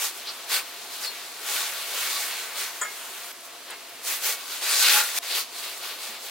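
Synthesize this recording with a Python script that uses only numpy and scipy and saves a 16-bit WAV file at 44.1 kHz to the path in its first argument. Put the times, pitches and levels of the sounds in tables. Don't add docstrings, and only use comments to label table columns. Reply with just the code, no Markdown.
import sys
import numpy as np
from scipy import signal
from scipy.fft import rfft, irfft
from scipy.io import wavfile
from scipy.ndimage import uniform_filter1d, map_coordinates

SR = 44100
rng = np.random.default_rng(int(sys.argv[2]) if len(sys.argv) > 2 else 0)


def how_loud(loudness_db):
    steps = np.asarray(loudness_db, float) / 20
    return 10 ** steps


def log_audio(samples):
    frames = np.atleast_2d(samples).T
    limited = np.clip(frames, -1, 1)
    pcm = np.round(limited * 32767).astype(np.int16)
    wavfile.write(sys.argv[1], SR, pcm)


N = 277830

# (per Hz, relative)
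SCRAPE_COLOUR = [(18, -70), (30, -38), (316, -31), (370, -11.5), (750, -10), (832, -9), (1300, -5),
                 (1480, -5.5), (1730, -2.5), (2030, -2.5), (4220, -0.5), (5060, -4), (15600, -9)]
# mode_hz, width_hz, drive_db (relative)
WOK_MODES = [(847, 21, -1), (1138, 21.4, 0.5), (1414, 34, 0.5), (1520, 27, 1.5), (1885, 10, -1.5),
             (1994, 23, -7.5), (2216, 13.4, 4), (2385, 25, -12.5), (2535, 40, -5), (2756, 30, -6),
             (3060, 14, -9), (3403, 36, -9.5), (3607, 31, -6.5), (3850, 17, -15.5), (4093, 40, -5),
             (4303, 13, -5), (4550, 19, -4.5), (4700, 44, -6)]
# (per Hz, relative)
ROAR_COLOUR = [(15, -75), (25, -52), (113, -22.5), (210, -17.5), (227, -11), (341, -6.5), (633, -6.5),
               (686, 3.5), (744, -9.5), (1030, -6.5), (1670, -7), (2640, -6), (15600, -12)]
# freq_hz, likeness (1 = the same on both sides)
LIKENESS = [(60, 0.64), (150, 0.96), (380, 1), (950, 0.85), (2380, 0.76), (5980, 0.33), (15000, 0.76)]
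# freq_hz, left_over_right_db
BALANCE = [(60, -2), (180, 1), (550, 0.5), (1650, 1.0), (4970, 0.5), (15000, -1.5)]
# time_s (glides from point to point), brightening towards the rim
# (db_per_octave on the pan modes), right_late_us, ring_db (how hard the pan is rung there)
SWING = [(0, 0.5, 3, -2.5), (.55, 0.5, 10, 5), (1.05, -.3, 10, -4), (1.5, -1, 10, 3), (2.1, 2, -7, 3),
         (2.45, -2, -3, 4), (2.62, 2, -3, 2.2), (2.8, -4.5, 5, -2.5), (3.8, -0.5, -10, 1.5),
         (4.1, 1, -3, -1.5), (4.3, 2, 2, 8), (4.6, 5, 19, 5), (4.85, 3, 18, 6), (4.96, -3.5, 10, 4.5),
         (5.18, 3, 9, -4), (5.35, 8.5, 9, 2.2), (5.7, 4.5, 5, 1.5), (6.3, 0.5, 0, 3)]
# peak_s, scrape_db (relative), swell_s and fade_s (each for 20 dB), sizzle_over_scrape_db
STROKES = [(0.045, -31.5, 0.115, 0.073, 4.5), (0.173, -50.7, 0.075, 0.048, 8.1),
           (0.29, -40.0, 0.051, 0.052, -15.6), (0.547, -25.5, 0.068, 0.079, 0.5),
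           (0.94, -42.4, 0.052, 0.074, 4.1), (1.051, -35.6, 0.075, 0.045, 2.1),
           (1.181, -45.1, 0.292, 0.127, 0.0), (1.553, -30.6, 0.154, 0.163, 2.5),
           (1.734, -36.8, 0.281, 0.312, 0.4), (2.035, -31.9, 0.241, 0.503, 1.7),
           (2.375, -39.3, 0.175, 0.266, -1.7), (2.604, -33.1, 0.075, 0.126, 2.4),
           (3.458, -50.7, 0.046, 0.03, 5.9), (3.719, -41.0, 0.075, 0.068, -11.5),
           (4.095, -31.8, 0.069, 0.141, 4.8), (4.268, -30.3, 0.069, 0.105, 5.5),
           (4.537, -39.7, 0.09, 0.08, 3.9), (4.634, -32.5, 0.029, 0.123, 0.3),
           (4.727, -27.2, 0.118, 0.12, 2.2), (4.83, -28.1, 0.117, 0.02, 6.2),
           (4.86, -21.9, 0.069, 0.174, -1.2), (4.977, -23.3, 0.201, 0.085, 2.0),
           (5.041, -34.8, 0.027, 0.15, 3.2), (5.216, -24.5, 0.08, 0.1, 4.1),
           (5.235, -38.9, 0.02, 0.067, 0.4), (5.288, -35.5, 0.058, 0.05, 0.2),
           (5.311, -30.9, 0.02, 0.071, -3.5), (5.373, -30.0, 0.062, 0.082, 2.1),
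           (5.6, -39.7, 0.107, 0.037, 1.9), (5.633, -37.5, 0.02, 0.228, -0.6),
           (5.777, -44.5, 0.021, 0.02, 0.4), (5.865, -37.6, 0.094, 0.179, -1.9),
           (6.041, -39.3, 0.078, 0.18, 2.2), (6.153, -43.0, 0.09, 0.065, -10.9),
           (6.261, -40.1, 0.08, 0.21, -0.3)]
# time_s (glides from point to point), level_db (relative), sizzle_over_level_db
SEETHE = [(0, -43.6, -1.6), (1.3, -43.8, -.4), (2.7, -43, 1.7), (3.316, -42.3, .9), (3.322, -57, .3),
          (3.42, -58, -6), (3.5, -51.4, -4.6), (4.0, -49, -3.8), (4.4, -43.8, 2.7), (5.186, -37, -1.3),
          (5.19, -56, -.6), (5.3, -49, -1.5), (5.5, -48.4, -2.3), (5.75, -48.7, 3.5), (6.3, -48.3, -9)]
CUTS_S = [3.32, 5.188]
# start_s, level_db, pitch_hz, t60_s
TICKS = [(.176, -30, 11000, .006), (3.328, -27, 12900, .004), (3.407, -36, 10500, .01),
         (3.704, -29, 9600, 0.016), (3.707, -32, 10300, 0.013), (3.709, -33, 13500, .01),
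         (3.895, -30, 14000, .004), (3.695, -41, 500, .07), (3.715, -43, 800, .05), (3.9, -64, 119, .3),
         (6.08, -51, 228, 0.38)]
# start_s, level_db (relative), rattle_s, contact_pitch_hz,
# free (share of the ring time left by the grip)
CLINKS = [(.273, -25.5, 0.015, 3900, 0.33), (.288, -29.5, 0.017, 4800, .5), (1.03, -33, 0.032, 5200, .9),
          (1.046, -29, 0.014, 4380, .9), (1.061, -31, 0.014, 4300, .9), (1.08, -37, .02, 4300, .9),
          (4.503, -37, .02, 4200, .4)]
# mode_hz, level_db (relative), t60_s (ungripped)
ARM_MODES = [(3450, 2, .04), (4050, 2, 0.037), (4297, -1, 0.15), (4600, 0, .04), (4780, 5, .04),
             (4825, -12, .08), (5070, 3, .04), (5670, 1, .04)]
# start_s, level_db (relative), chatter_s, contact_pitch_hz,
# free (share of the ring time left by the grip)
CLANKS = [(2.814, -24, 0.0078, 3330, 1), (2.819, -23, 0.018, 3300, 0.64), (2.85, -33.5, 0.012, 1500, 0.89),
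          (3.703, -35, 0.012, 2500, 0.4), (3.717, -37, 0.01, 1200, 0.5)]
# mode_hz, level_db (relative), t60_s (ungripped)
STEEL_MODES = [(596, -10, 0.054), (1033, -9, 0.12), (1090, -12, 0.071), (1274, -8, 0.21), (1460, 1, 0.034),
               (1653, -6, .3), (1760, -1, .05), (1870, -10, .15), (2019, -9, .07), (2150, -13, 0.4),
               (2900, -22, 0.064), (3270, -14, 0.17), (6620, -10, .03), (6993, 0, 0.05), (7220, -2, .025),
               (7450, 1, .025), (7806, 0, .025), (8100, 1, 0.03), (8350, -9, .02)]
# left_delay_s, right_delay_s, level_db (on top of the dulling)
ECHOES = [(.007, 0.012, -3), (0.021, 0.0057, -27), (0.035, .041, -28)]

RUSH_TO_HZ, SIZZLE_FROM_HZ = 1300, 5500


def rms_one(x):
    return x / np.sqrt(np.mean(x ** 2) + 1e-20)


def at_hz(points, hz):
    points = np.array(points)
    return np.interp(np.log(hz), np.log(points[:, 0]), points[:, 1])


def drift(rate_hz):
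    hop = 40
    r = np.exp(-2 * np.pi * rate_hz * hop / SR)
    noise = rng.standard_normal(N // hop + 2002)
    slow = signal.lfilter([1], [1, -2 * r, r * r], noise)[2000:]
    return np.interp(np.arange(N) / hop, np.arange(len(slow)), rms_one(slow))


def resonance(x, hz, width_hz):
    r = np.exp(-np.pi * width_hz / SR)
    zeros = np.array([1, 0, -1]) * (1 - r * r) / 2
    return signal.lfilter(zeros, [1, -2 * r * np.cos(2 * np.pi * hz / SR), r * r], x)


def lagged(x, lag_us):
    half = lag_us * SR / 2e6
    return np.array([map_coordinates(side, [np.arange(N) + way * half], order=5, mode="nearest")
                     for side, way in zip(x, (1, -1))])


def bands(mid, side, colour, patchy_db):
    hz = np.maximum(np.arange(N // 2 + 1) * SR / N, 1)
    alike = np.clip(at_hz(LIKENESS, hz), 0, 1)
    both = np.sqrt(1 + alike) * rfft(mid) + np.sqrt(1 - alike) * rfft(side) * [[1], [-1]]
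    both = both * how_loud(at_hz(colour, hz) + at_hz(BALANCE, hz) * [[.5], [-.5]])
    for centre in RUSH_TO_HZ * 2 ** np.arange(-5.75, 4, .5):
        share = np.clip(1 - 2 * np.abs(np.log2(hz / centre)), 0, 1)
        yield centre, irfft(both * share, N) * how_loud(patchy_db * drift(8.6))


def slips(per_s, spread_db):
    sizes = how_loud(spread_db * np.minimum(rng.exponential(1, N), 5)) * rng.choice([-1, 1], N)
    clicks = sizes * (rng.random(N) < per_s / SR)
    return rms_one(clicks) + 0.54 * rng.standard_normal(N)


def pressure():
    roundness = 2.07
    smooth_s = .002
    t = np.arange(N) / SR
    s, db, sizzle_db = np.transpose(SEETHE)
    scrape = how_loud(2 * np.interp(t, s, db))
    sizzle = how_loud(2 * np.interp(t, s, db + sizzle_db))
    edges = np.array([-1, *CUTS_S, 9])
    for s, db, swell, fade, sizzle_db in STROKES:
        passage = np.searchsorted(edges, s - swell / 2)
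        first = max(s - 2 * swell, edges[passage - 1])
        last = min(s + 2 * fade, edges[passage])
        near = slice(*np.searchsorted(t, [first, last]))
        apart = np.where(t[near] < s, (s - t[near]) / swell, (t[near] - s) / fade)
        power = how_loud(2 * (db - 20 * apart ** roundness))
        scrape[near] += power
        sizzle[near] += power * how_loud(2 * sizzle_db)
    scrape, sizzle = uniform_filter1d([scrape, sizzle], size=int(smooth_s * SR))
    return 10 * np.log10(scrape), 10 * np.log10(sizzle / scrape)


def per_passage(x, hz, width_hz):
    parts = np.split(x, (np.array(CUTS_S) * SR).astype(int), axis=-1)
    return np.concatenate([resonance(part, hz, width_hz) for part in parts], axis=-1)


def wok_ringing(drive, rim_db):
    wander_db = 2.8
    pan = 0
    for hz, width_hz, db in WOK_MODES:
        mode_db = db + rim_db * np.log2(hz / 2500) + wander_db * drift(4.1)
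        pan = pan + per_passage(drive * how_loud(mode_db), hz, width_hz)
    return pan


def scrubbing():
    scrape_db, sizzle_db = pressure()
    rush_db = -10.2 - .35 * (scrape_db + 35)
    mid, side = slips(per_s=12000, spread_db=3.0), slips(per_s=12000, spread_db=2.5)
    s, *columns = np.transpose(SWING)
    rim_db, lag_us, ring_db = [np.interp(np.arange(N) / SR, s, column) for column in columns]
    swing_db = .3 + .03 * lag_us
    rush = scrape = sizzle = 0
    for hz, band in bands(mid, side, SCRAPE_COLOUR, patchy_db=1.34):
        if hz < RUSH_TO_HZ:
            rush = rush + band
        elif hz < SIZZLE_FROM_HZ:
            scrape = scrape + band * how_loud(0.53 * rim_db * np.log2(hz / 2700))
        else:
            sizzle = sizzle + band
    direct = rms_one(scrape) + how_loud(sizzle_db) * rms_one(sizzle) + how_loud(rush_db) * rms_one(rush)
    drive = (mid + 0.12 * side * [[1], [-1]]) * how_loud(scrape_db + ring_db)
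    pan = wok_ringing(drive, rim_db)
    mix = how_loud(scrape_db + 0.5) * direct + how_loud(2.5) * pan
    return how_loud(swing_db * [[.5], [-.5]]) * lagged(mix, lag_us)


def burner():
    roar_db, whistle_db = -43, -60.5
    noise = rng.standard_normal((2, N))
    roar = sum(band for hz, band in bands(*noise, ROAR_COLOUR, patchy_db=-0.15))
    whistle = resonance(rng.standard_normal(N), hz=700, width_hz=4)
    return how_loud(roar_db) * lagged(rms_one(roar), lag_us=-23) + how_loud(whistle_db) * rms_one(whistle)


def ring(force, hz, t60):
    r, w = how_loud(-60 / (t60 * SR)), 2 * np.pi * hz / SR
    return signal.lfilter([0, np.sin(w)], [1, -2 * r * np.cos(w), r * r], force + 1e-18)


def ticks():
    out = np.zeros(N)
    for s, level_db, hz, t60 in TICKS:
        force, touch = np.zeros(N), np.hanning(int(5 * SR / hz))
        cycles = np.cos(2 * np.pi * hz * np.arange(len(touch)) / SR)
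        start = int(s * SR)
        force[start:start + len(touch)] = 2 * touch * cycles / touch.sum()
        out += how_loud(level_db) * ring(force, hz, t60)
    return out


def struck(events, modes, touches_per_s, focus_db):
    out = np.zeros(N)
    t = np.arange(SR // 2) / SR
    for s, event_db, length, centre_hz, free in events:
        touches = (rng.random(len(t)) < touches_per_s / SR) * (t < length)
        bounce = touches * how_loud(-5 * np.minimum(t / length, 1))
        start = int(s * SR)
        for hz, db, t60 in modes:
            force = bounce * rng.normal(0, 0.37, len(t))
            force[0] = 0.48
            level = how_loud(event_db + db - focus_db * abs(np.log2(hz / centre_hz)))
            out[start:start + len(t)] += level * ring(force, hz, free * t60)
    return signal.sosfilt(signal.butter(2, 450, "high", fs=SR, output="sos"), out)


def yard(x):
    dull = signal.lfilter([.4], [1, -.6], x)
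    out = np.zeros((2, N))
    for left_s, right_s, db in ECHOES:
        out[0] += how_loud(db) * np.roll(dull, int(left_s * SR))
        out[1] += how_loud(db) * np.roll(dull, int(right_s * SR))
    return out


def scene():
    clinks = struck(CLINKS, ARM_MODES, touches_per_s=920, focus_db=35.0)
    clanks = struck(CLANKS, STEEL_MODES, touches_per_s=700, focus_db=2.5)
    tongs = clinks + clanks
    return scrubbing() + burner() + ticks() + tongs * how_loud([[.5], [-.5]]) + yard(tongs)


def roll_off(x):
    return signal.sosfilt(signal.butter(12, 17020, fs=SR, output="sos"), x)


def record(dry):
    low_pass = signal.ellip(12, .5, 60, 15850, fs=SR, output="sos")
    mix = signal.sosfilt(low_pass, dry)
    return roll_off(mix)


dry = scene()
out = record(dry)
log_audio(out)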